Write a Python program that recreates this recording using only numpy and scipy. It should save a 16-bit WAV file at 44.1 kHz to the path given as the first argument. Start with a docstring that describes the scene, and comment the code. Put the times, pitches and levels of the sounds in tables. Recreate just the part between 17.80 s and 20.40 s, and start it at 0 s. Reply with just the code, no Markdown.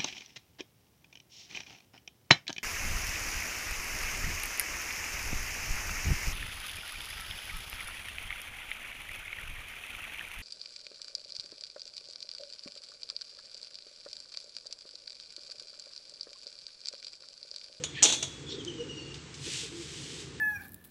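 """A wire-mesh lid is lifted on a steel-framed cage, out on a patio, heard on one microphone.
The lid creaks, then clacks and chatters on its frame, setting wires and frame ringing. Farther off, its
wire hinges squeak in short, mostly falling slips while the frame drones softly. A dry rubbing hiss
follows as the lid is held open. Nearby walls add a thin tail; a low outdoor rumble lies under it all."""
import sys
import numpy as np
from scipy import signal
from scipy.fft import rfft, irfft
from scipy.io import wavfile

SR = 44100
rng = np.random.default_rng(int(sys.argv[2]) if len(sys.argv) > 2 else 0)


def wav_record(signal):
    """Record a signal, one row per channel, as 16-bit PCM in the file named by sys.argv[1]."""
    frames = np.transpose(np.atleast_2d(signal))
    bounded = np.clip(frames, -1, 1)
    # unit amplitude maps onto the largest positive 16-bit level
    quanta = np.round(bounded * 32767).astype(np.int16)
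    wavfile.write(sys.argv[1], SR, quanta)


N = 114660
TIME = np.arange(N) / SR

# spectrum of the background rumble and faint hiss, cut steeply above about 8 kHz: f/Hz, level/dB
BACKGROUND_COLOUR = [(25, -40), (70, -2), (100, -4.5), (145, 4.5), (200, -11.5), (480, -15.5), (570, -25.5),
                     (700, -23.5), (850, -20.5), (3200, -18.5), (8200, -25), (9000, -45.5), (15000, -84)]
# course of the frame's drone: t/s, relative level/dB
DRONE_LEVEL = [(.6, -52.5), (.74, -44), (1.33, -49), (1.42, -58.5), (1.8, -54), (2.2, -52), (2.6, -48.5)]
# spectrum of the drone: f/Hz, level/dB
DRONE_COLOUR = [(170, -15.5), (310, 1.5), (470, -3), (550, -10.5), (640, -22)]
# dull bumps as the frame shifts: t/s, level/dB
BUMPS = [(1.658, -44)]
# low groans of the frame: t/s, length/s, f/Hz, fall/Hz, level/dB
GROANS = [(-.03, 0.065, 493, 20, -43), (.86, 0.056, 345, 10.5, -40.5), (.98, 0.05, 468.7, -7, -37.5),
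          (1.822, .04, 460, 69.5, -48), (1.91, .12, 338, -7, -44)]
# course of the rubbing: t/s, relative level/dB
RUB_LEVEL = [(1.46, -74), (1.61, -50.5), (1.66, -40.5), (1.78, -37.5), (1.84, -40.5), (1.91, -52.5),
             (2.03, -46.5), (2.07, -48.5), (2.14, -46), (2.42, -46.5), (2.47, -55.5), (2.6, -67)]
# spectrum of the rubbing: f/Hz, level/dB
RUB_COLOUR = [(650, -77), (1500, -13.5), (3030, 0), (7850, -5), (9000, -12), (11000, -26), (15000, -43)]
# hinge slips: t/s, length/s, f/Hz, fall/Hz, level/dB
HINGE_SLIPS = [(.287, 0.015, 5330, -5, -42), (.664, 0.042, 3434, 221.5, -44),
               (.69, 0.015, 5500, -1100, -46), (.708, .025, 3700, -200, -42), (.785, 0.037, 3190, 339, -45),
               (.873, 0.038, 3070, 260.5, -43), (.974, 0.057, 2900, 128.5, -47),
               (1.085, .045, 2874, 88.5, -47), (1.168, 0.05, 2843, 159, -45.5),
               (1.283, .044, 2847, 112, -48)]
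# a wire singing with the hinge: t/s, length/s, f/Hz, fall/Hz, level/dB
WIRE_TONES = [(1.12, 0.2, 4444, 30.4, -57)]
# creaks of the lid: t/s, length/s, f/Hz, fall/Hz, level/dB
CREAKS = [(.165, 0.033, 1833, -37.5, -40.5), (.195, 0.039, 1777, 58, -46.5)]
# scrapes of wire on steel: t/s, length/s, lowest resonance f/Hz, level/dB
SCRAPES = [(0.141, 0.1, 2530, -41), (0.69, 0.071, 3370, -42.5)]
# resonances of a scrape: ratio to the lowest, level/dB
SCRAPE_RESONANCES = [(1, 0.5), (1.25, 1), (1.55, -5)]
# small wire ticks: t/s, level/dB, centre f/Hz, rustle relative to the tick/dB
TICKS = [(0.849, -27.5, 6000, -25), (1.3425, -32, 4200, -11.5), (1.542, -40, 5000, -3.5)]
# spectrum of a tick: ratio to the centre, level/dB
TICK_COLOUR = [(.2, -28), (.55, -4.5), (1, 0.5), (1.4, -2.5), (2.2, -11)]
# spectrum of the cage's shudder: f/Hz, level/dB
SHUDDER_COLOUR = [(130, -22), (240, 4), (720, -3), (1000, -16.5), (3000, -32)]
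# the frame's ringing modes: f/Hz, relative level/dB, t60/s
FRAME_MODES = [(3357, -4, .8), (3433, 2.5, 0.37), (3509, -6, .42), (3580, 1, 0.43), (3870, -1, 0.35),
               (4003, -9, 0.34), (6100, 4, 0.11), (6533, -3, 0.11), (6830, 6, 0.15)]
# the loose mesh buzzes between big contacts: t/s, length/s, opening relative level/dB
CHATTERS = [(0.242, .065, -18), (.324, .03, -22.5)]
# big contacts of lid and frame: t/s, relative level/dB, brightness/dB
CLACKS = [(0.0379, -15.5, -2.5), (0.2240, -8, -20), (0.2282, -10, 15.5), (0.2328, -9.5, 15.5),
          (0.2378, -16.5, 21), (0.2406, -7, 5), (0.2452, -13.5, 8.5), (0.2515, -8.5, 5.5),
          (0.2570, -7.5, -14), (0.2890, -15, -8), (0.301, -11, -18), (0.3207, -20, -4), (0.3245, -11.5, 0),
          (0.336, -19.5, 0), (0.3470, -22.5, -2), (0.4261, -17.5, -4), (0.4291, -16.5, 5.5)]
# spectrum of a contact: f/Hz, level/dB
CLACK_COLOUR = [(150, -26), (300, -11), (750, -8), (1100, -16), (2000, -13), (3000, -1.5), (4200, -2),
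                (5000, -12.5), (6200, 0.5), (7400, -4), (9500, -9), (15000, -11)]


def from_db(db):
    """Decibels to gain."""
    return 10 ** (np.asarray(db) / 20)


def rms_one(x):
    """Scale to unit rms."""
    return x / np.sqrt(np.mean(x ** 2) + 1e-20)


def gain_at(colour, hz):
    """Gain of a spectrum table on a log-frequency axis."""
    table_hz, table_db = np.transpose(colour)
    return from_db(np.interp(np.log(hz + 0.0009), np.log(table_hz), table_db))


def noise(colour):
    """Unit noise with the given spectrum."""
    gain = gain_at(colour, np.fft.rfftfreq(N, 1 / SR))
    return rms_one(irfft(rfft(rng.standard_normal(N)) * gain, N))


def drift(per_s):
    """Smooth random motion of unit spread."""
    return rms_one(np.interp(TIME * per_s, np.arange(N), rng.standard_normal(N)))


def decay(t60, t=TIME):
    """Exponential fall by 60 dB in t60 seconds."""
    return np.exp(-np.log(1000) * t / t60)


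def swell(start, length):
    """A rounded rise and fall."""
    return np.sqrt(np.abs(np.sin(np.pi * np.clip((TIME - start) / length, 0, 1))))


def phase_of(hz):
    """Running phase of a moving pitch."""
    return 2 * np.pi * np.cumsum(hz) / SR


def filtered(x, kind, hz, order):
    """Low-, high- or band-pass with a flat passband."""
    return signal.sosfilt(signal.butter(order, hz, kind, fs=SR, output="sos"), x)


def add(out, start, sound):
    """Mix a sound in at its time."""
    i = max(int(start * SR), 0)
    out[i:i + len(sound)] += sound[:N - i]


def background():
    """A steady low outdoor rumble with faint hiss."""
    return from_db(-47.5) * noise(BACKGROUND_COLOUR)


def patio(x, wet_db):
    """The direct sound plus a thin diffuse tail from the nearby walls."""
    tail = rng.standard_normal(N) * decay(t60=0.65) * (1 - decay(t60=0.065))
    tail /= np.sqrt(np.sum(tail ** 2))
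    return x + from_db(wet_db) * signal.fftconvolve(x, tail)[:N]


def stick_slip(rows, jitter, jitter_per_s, flutter_db, octave_db):
    """Wavering friction tones that glide as each slip runs out; a negative fall rises."""
    out = np.zeros(N)
    for start, length, hz, fall_hz, db in rows:
        glide_hz = hz - fall_hz * np.clip((TIME - start) / length - 0.5, -0.5, 0.5)
        phase = phase_of(glide_hz * (1 + jitter * drift(jitter_per_s)))
        level = np.sqrt(2) * from_db(db + flutter_db * drift(120)) * swell(start, length)
        out += level * (np.sin(phase) + from_db(octave_db) * np.sin(2 * phase))
    return out


def frame_drone():
    """The moving frame hums low and unevenly, with bumps and short groans."""
    level = from_db(2 + np.interp(TIME, *np.transpose(DRONE_LEVEL)))
    bumps = sum(from_db(db) * swell(start, length=0.04) for start, db in BUMPS)
    hum = (level + bumps) * noise(DRONE_COLOUR)
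    groans = stick_slip(GROANS, jitter=0.015, jitter_per_s=64, flutter_db=1, octave_db=-35)
    return filtered(hum + groans, "low", hz=540, order=12)


def rub():
    """Fine-grained sliding friction while the lid is held open."""
    level_db = 0.5 + np.interp(TIME, *np.transpose(RUB_LEVEL))
    grain_db = drift(500)
    return from_db(level_db + grain_db) * noise(RUB_COLOUR)


def hinges():
    """The wire hinges stick and slip in squeaks, and one wire sings along."""
    squeaks = stick_slip(HINGE_SLIPS, jitter=0.021, jitter_per_s=600, flutter_db=3.5, octave_db=-12)
    wire = stick_slip(WIRE_TONES, jitter=0.007, jitter_per_s=500, flutter_db=1.5, octave_db=-38)
    return squeaks + wire


def lid_creak():
    """The lid sticks and slips just before it lets go."""
    return stick_slip(CREAKS, jitter=0.04, jitter_per_s=600, flutter_db=1.5, octave_db=-8.5)


def wire_scrapes():
    """Rapid uneven catches of wire on steel excite a few broad resonances."""
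    rough_db, catches_per_s, half_width = 2, 450, 0.085
    out = np.zeros(N)
    for start, length, hz, db in SCRAPES:
        friction = rng.standard_normal(N) * from_db(rough_db * drift(catches_per_s))
        body = np.zeros(N)
        for ratio, level_db in SCRAPE_RESONANCES:
            edges_hz = hz * ratio * np.exp([-half_width, half_width])
            body += from_db(level_db) * rms_one(filtered(friction, "band", edges_hz, order=2))
        out += from_db(db) * swell(start, length) * rms_one(body)
    return out


def wire_ticks():
    """Wires nudge into place and rustle briefly."""
    out = np.zeros(N)
    attack = 1 - np.exp(-TIME / 0.00051)
    for start, db, centre_hz, rustle_db in TICKS:
        shape = attack * (decay(t60=0.0073) + from_db(rustle_db) * decay(t60=0.16))
        colour = [(centre_hz * ratio, level_db) for ratio, level_db in TICK_COLOUR]
        add(out, start, from_db(db) * shape * noise(colour))
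    return out


def cage_shudder():
    """The whole cage's low, dying response to the big clack."""
    start_s, rise_s, t60_s = 0.219, 0.015, 0.78
    t = np.maximum(TIME - start_s, 0)
    shape = (1 - np.exp(-t / rise_s)) * decay(t60_s, t)
    return 2 * from_db(-45) * shape * noise(SHUDDER_COLOUR)


def frame_ring():
    """Big contacts feed the frame's modes, which beat and waver as the lid shifts on its seat."""
    ring_db, beat_db, waver_hz = -30.5, 3, 7.1
    out, blows = np.zeros(N), np.zeros(N)
    for start, db, _ in CLACKS:
        add(blows, start, [from_db(db) ** 2])
    for hz, db, t60 in FRAME_MODES:
        kept_per_sample = decay(t60, 1 / SR) ** 2
        energy = signal.lfilter([1], [1, -kept_per_sample], blows + 1e-18)
        level = from_db(ring_db + db + beat_db * drift(34.4)) * np.sqrt(energy)
        out += level * np.sin(phase_of(hz + waver_hz * drift(58.7)))
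    return out


def mesh_wires(t, count=260):
    """The short ring of the mesh's many wires, one row to a wire."""
    hz = rng.uniform(200, 12000, size=count)
    gain = gain_at(CLACK_COLOUR, hz)
    gain *= from_db(-18) / np.sqrt(np.sum(gain ** 2) / 2)
    return gain[:, None] * np.sin(2 * np.pi * hz[:, None] * t) * decay(0.17, t)


def chatter():
    """Small, uneven, fading bounces of the loose mesh, as rows like those of CLACKS."""
    bounces_per_s, fade_db_per_s, bright_db = 330, 67, 0.5
    rows = []
    for start, length, db in CHATTERS:
        delays = (np.arange(60) + rng.random(60)) / bounces_per_s
        rows += [(start + delay, db - fade_db_per_s * delay, bright_db)
                 for delay in delays if delay < length]
    return rows


def lid_clacks():
    """Each contact is a crack and a bright steel chink; it rings the wires with strengths of its own."""
    chink_hz, chink_width_hz, treble_hz = 6686, 1700, 5230
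    treble_share = 0.2  # how far crack and ring follow a contact's brightness
    out, t = np.zeros(N), TIME[:SR // 4]
    wires = mesh_wires(t)
    crack = noise(CLACK_COLOUR)
    crack_shape = from_db(-9) * decay(0.03, t)
    chink = np.sin(phase_of(chink_hz + chink_width_hz / 2 * drift(chink_width_hz)))
    chink_shape = from_db(-3) * decay(0.0092, t) * (1 - decay(0.0046, t))
    for start, db, bright_db in list(CLACKS) + chatter():
        hit = crack_shape * np.roll(crack, rng.integers(N))[:len(t)]
        hit += rng.standard_normal(len(wires)) @ wires
        body = filtered(hit, "low", treble_hz, order=3)
        treble = from_db(treble_share * bright_db) * filtered(hit, "high", treble_hz, order=3)
        steel = from_db(bright_db) * chink_shape * np.roll(chink, rng.integers(N))[:len(t)]
        add(out, start, from_db(db) * (body + treble + steel))
    return out


def scene():
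    """The cage over the background; the hinges are farther from the microphone and sound wetter."""
    far = hinges()
    near = lid_creak() + lid_clacks() + frame_ring() + wire_ticks() + wire_scrapes()
    metal = patio(near, wet_db=-16) + patio(far, wet_db=-4.5)
    # the top treble of the clacks, ticks and squeaks is softened
    softened = filtered(metal, "low", hz=7800, order=5)
    return (softened + cage_shudder() + frame_drone() + rub() + background())[None]


def record(dry):
    """The microphone sheds the deepest bass; the top is cut steeply."""
    thin = filtered(dry, "high", hz=35, order=1)
    top_cut = signal.cheby2(16, 60, 15800, fs=SR, output="sos")  # 60 dB down from 15.8 kHz
    return signal.sosfilt(top_cut, thin)


dry = scene()
out = record(dry)
wav_record(out)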